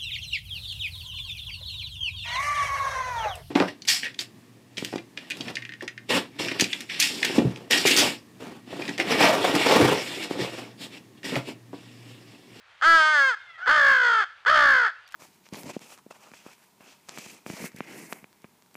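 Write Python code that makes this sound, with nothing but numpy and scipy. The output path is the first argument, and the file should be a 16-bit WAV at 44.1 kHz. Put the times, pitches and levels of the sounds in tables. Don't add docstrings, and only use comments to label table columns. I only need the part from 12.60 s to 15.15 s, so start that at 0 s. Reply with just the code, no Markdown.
import sys
import numpy as np
from scipy import signal
from scipy.fft import rfft, irfft, next_fast_len
from scipy.io import wavfile
from scipy.ndimage import uniform_filter1d

SR = 44100
rng = np.random.default_rng(int(sys.argv[2]) if len(sys.argv) > 2 else 0)


def gain_from_db(level_db):
    decades = np.asarray(level_db, float) / 20
    return 10 ** decades


def digitize_waveform(pressure):
    field = np.atleast_2d(pressure).T
    bounded = np.clip(field, -1, 1)
    quanta = np.round(bounded * 32767).astype(np.int16)
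    wavfile.write(sys.argv[1], SR, quanta)


N = 112455
T = np.arange(N) / SR


def drift(rate_hz):
    r = np.exp(-2 * np.pi * rate_hz / SR)
    settle = 9000
    slow = signal.lfilter([1], [1, -2 * r, r * r], rng.standard_normal(N + settle))[settle:]
    return slow / slow.std()


def resonate(x, hz, width_hz):
    r = np.exp(-np.pi * width_hz / SR)
    poles = [1, -2 * r * np.cos(2 * np.pi * hz / SR), r * r]
    return signal.lfilter([(1 - r * r) / 2, 0, (r * r - 1) / 2], poles, x)


def gate(start_s, end_s, edge_s):
    return np.clip(np.minimum(T - start_s, end_s - T) / edge_s, 0, 1)


# hz, density_db [dB per Hz]
YARD_AIR = [(30, -26), (86, -13), (150, -19), (250, -32), (500, -17), (1500, -6), (3500, -14), (15000, -50)]


def air():
    f = np.maximum(np.arange(N // 2 + 1) * SR / N, 20)
    hz, db = np.transpose(YARD_AIR)
    spectrum = rfft(rng.standard_normal(N)) * gain_from_db(np.interp(np.log(f), np.log(hz), db))
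    noise = irfft(spectrum, N)
    level_db = -57.5 + 1.2 * drift(18.0)
    return gain_from_db(level_db) * noise / noise.std()


def trees(x):
    t60_s, level_db, band_hz = 0.44, -18.5, [1500, 7100]
    t = T[:SR]
    tail = rng.standard_normal(SR) * gain_from_db(-60 * t / t60_s) * np.clip(t / 0.0067, 0, 1)
    tail = signal.sosfilt(signal.butter(1, band_hz, "band", fs=SR, output="sos"), tail)
    tail = tail / np.sqrt(np.sum(tail ** 2))
    return gain_from_db(level_db) * signal.fftconvolve(x, tail)[:N]


# hz, width_hz, level_db
THROAT_RESONANCES = [(640, 900, -15.5), (1338.6, 117.8, 4), (1660, 151, 2), (2180, 67, -14),
                     (3098, 137, -16), (4240, 1500, -22), (4970, 160, -20.5), (6055, 1040, -36.5),
                     (7780, 370, -37), (9900, 2600, -67)]
# hz, width_hz, share [0-1]
SIDE_BRANCHES = [(1880, 79, 0.5), (2356, 79, 1), (3864, 900, 0.78), (5680, 870, 0.8)]


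def throat(x):
    out = 0
    for k, (hz, width_hz, db) in enumerate(THROAT_RESONANCES):
        out = out + (-1) ** k * gain_from_db(db) * resonate(x, hz, width_hz)
    for hz, width_hz, share in SIDE_BRANCHES:
        out = out - share * resonate(out, hz, width_hz)
    out = signal.sosfilt(signal.butter(6, 9000, fs=SR, output="sos"), out)
    return signal.sosfilt(signal.butter(4, 460, "high", fs=SR, output="sos"), out)


# start_s, pitch_hz, level_db
BEG_FALLING = [
    (0.791, 719, -51),
    (0.862, 706, -56),
    (0.902, 681, -45.5),
    (0.942, 653, -52.5),
    (.975, 622, -42.5),
]
BEG_RISING = [
    (.975, 616, -44),
    (1.001, 678, -43),
    (1.02, 710, -32.5),
    (1.045, 774, -30.5),
    (1.076, 692, -31.5),
]
# level_db, from the fundamental up
BEG_HARMONICS = [
    [-24, -3, 0, -12, -11, -34, -34, -36],
    [-20, 0, -22, -22, -40, -42, -38, -38],
]
BEG_RASP = [-14, 8]


def begging():
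    out = 0
    rasp = throat(rng.standard_normal(N))
    rasp = rasp / rasp.std()
    for rows, levels_db, rasp_db in zip((BEG_FALLING, BEG_RISING), BEG_HARMONICS, BEG_RASP):
        s, hz, db = np.transpose(rows)
        pitch = np.interp(T, s, hz) * (1 + 0.0068 * drift(42.0))
        turn = 2 * np.pi * np.cumsum(pitch) / SR
        tone = 0
        for k, level_db in enumerate(levels_db, 1):
            tone = tone + gain_from_db(level_db + 0.83 * drift(19.4)) * np.sin(k * turn)
        rough = gain_from_db(rasp_db) * rasp * np.exp(-np.abs(T - s[0]) / 0.023)
        out = out + (tone + rough) * gain_from_db(np.interp(T, s, db)) * gate(s[0], s[-1], 0.015)
    return out


# start_s, length_s, start_hz, end_hz, level_db
BIRD_NOTES = [
    (2.36, .03, 2600, 2750, -60),
    (2.46, .02, 4900, 4300, -58),
    (2.468, .02, 3000, 3900, -64),
    (2.496, .018, 2550, 2900, -59),
]


def chirps():
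    out = 0
    for start_s, length_s, start_hz, end_hz, db in BIRD_NOTES:
        t = T - start_s
        cycles = start_hz * t + (end_hz - start_hz) * t ** 2 / (2 * length_s)
        out = out + gain_from_db(db) * np.sin(2 * np.pi * cycles) * gate(start_s, start_s + length_s, 0.0028)
    return out


# start_s, peak_db, centre_hz
CLAW_TICKS = [
    (2.3655, -56, 1500),
    (2.4765, -33, 2400),
    (2.4854, -48, 1580),
    (2.4887, -37, 2690),
    (2.5074, -42, 2880),
    (2.5132, -39, 2720),
    (2.522, -27.5, 2810),
    (2.528, -42, 2180),
    (2.532, -36, 1660),
]


def claws():
    out = 0
    for start_s, peak_db, centre_hz in CLAW_TICKS:
        burst = rng.standard_normal(N) * (T > start_s) * np.exp(-np.abs(T - start_s) / 0.0028)
        out = out + gain_from_db(peak_db - 7.5) * resonate(burst, centre_hz, 3330.0)
    return out


# start_s, peak_db
VALVE_SNAPS = [
    (0.213, -2.5),
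    (1.06, -0.5),
    (1.85, -3.5),
    (2.543, -0.5),
]


def snaps():
    clicks = np.zeros(N) + 1e-18
    for start_s, peak_db in VALVE_SNAPS:
        clicks[int(start_s * SR)] = gain_from_db(peak_db + 9)
    return throat(clicks)


def caw(rows, flutter_hz, jitter, breath_db, tilt_db):
    s = np.array(rows)[:, 0]
    hz, db, half_db, depth = [np.interp(T, s, column) for column in np.transpose(rows)[1:]]
    flutter_rate = flutter_hz * (1 + 0.02465 * drift(5.05))
    flutter = np.sin(2 * np.pi * np.cumsum(flutter_rate) / SR)
    hz = uniform_filter1d(hz, size=900) * (1 + 0.065 * depth * flutter + jitter * drift(136.0))
    turn = np.pi * np.cumsum(hz) / SR
    breath = 8 * rng.standard_normal(N) * (1 + np.cos(2 * turn))
    voice = throat(gain_from_db(breath_db) * breath)
    size = 8192
    colour = rfft(throat(1.0 * (np.arange(size) == 0)))
    waver = drift(6.7)
    on = slice(int(s[0] * SR) - 900, int(s[-1] * SR) + 900)
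    for k in range(1, 60):
        f = k * hz[on] / 2
        line_db = tilt_db * f / 1000 + 1.5 * np.roll(waver, 1700 * k)[on]
        if k % 2:
            line_db = line_db + half_db[on]
        gain = np.interp(f * size / SR, np.arange(size // 2 + 1), colour) * gain_from_db(line_db) * (f < 15000)
        voice[on] += np.real(gain * np.exp(1j * k * turn[on]))
    voice = voice / np.sqrt(uniform_filter1d(voice ** 2, size=330))
    voice = voice * (1 + 0.4 * depth * flutter)
    return voice * gain_from_db(db) * gate(s[0], s[-1], 0.0034)


# start_s, pitch_hz, level_db, half_pitch_db, flutter_depth [0-1]
CLEAR_CAW = [
    (0.22, 480, -21, 4, 0),
    (0.243, 614, -18, 2.5, 0.1),
    (0.274, 666.8, -13, -2.5, 0.06),
    (0.348, 657.3, -13, 0.5, 0.09),
    (0.418, 621.4, -17, 1, 0),
    (0.522, 614.6, -19, 1.5, 0.09),
    (0.609, 552.6, -17, -5.5, 0.05),
    (.69, 524.3, -20, -21, 0.09),
    (0.751, 404, -31, -11, 0.1),
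]
SECOND_CAW = [
    (1.064, 421.9, -23, -22, 0.82),
    (1.104, 588.1, -14.5, 1.5, 0.78),
    (1.13, 621.2, -17.5, -2, 0.47),
    (1.23, 557.3, -16.5, -12.5, 0.53),
    (1.308, 547.3, -15.5, -17, 0.59),
    (1.388, 505.6, -19.5, -17, 0.69),
    (1.6, 434.9, -19.5, -15.5, 0.38),
    (1.638, 367, -26, -17, 0.93),
    (1.66, 392, -55, 10, 0.98),
]
THIRD_CAW = [
    (1.859, 427.5, -20.5, -35, 0.52),
    (1.887, 564, -16, -12.5, 0.69),
    (1.921, 638.3, -17.5, -23, 0.9),
    (1.967, 603.6, -16.5, -4, 0.69),
    (2.109, 547.2, -15.5, -9.5, 0.64),
    (2.229, 473.5, -21, -14.5, 0.62),
    (2.263, 438.4, -20.5, -17, 0.9),
    (2.287, 347.2, -27.5, -7.5, 0.62),
    (2.31, 307, -37, -15, 0.18),
]
FOURTH_CAW = [
    (2.547, 440, -31, -15, 0.1),
    (2.56, 483, -1, -11, 0.22),
]
# flutter_hz, jitter [share of pitch], breath_db, tilt_db [dB per kHz]
CAW_VOICES = [
    (60, .0012, -38, .4),
    (58.5, .004, -21, -.2),
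    (63, .0045, -20, -.2),
    (60, .004, -20, -.2),
]


def crow():
    caws = (CLEAR_CAW, SECOND_CAW, THIRD_CAW, FOURTH_CAW)
    return sum(caw(rows, *voice) for rows, voice in zip(caws, CAW_VOICES)) + snaps()


def scene():
    near = crow()
    far = begging()
    echoes = trees(near + gain_from_db(10.5) * far)
    return (air() + echoes + far + chirps() + claws() + near)[None]


def band_limit(x):
    return signal.sosfilt(signal.butter(12, 15730, fs=SR, output="sos"), x)


def record(dry):
    limit, limit_share, knee, squash = 0.45, 0.86, 0.23, 0.55
    swell = np.abs(signal.hilbert(dry, next_fast_len(N))[:, :N])
    swell = uniform_filter1d(swell, size=24)
    x = dry * np.minimum(limit / (swell + 1e-9), 1) ** limit_share
    x = x + squash * np.maximum(-x - knee, 0)
    x = signal.sosfilt(signal.cheby2(20, 70, 15800, fs=SR, output="sos"), x)
    return band_limit(x)


dry = scene()
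out = record(dry)
digitize_waveform(out)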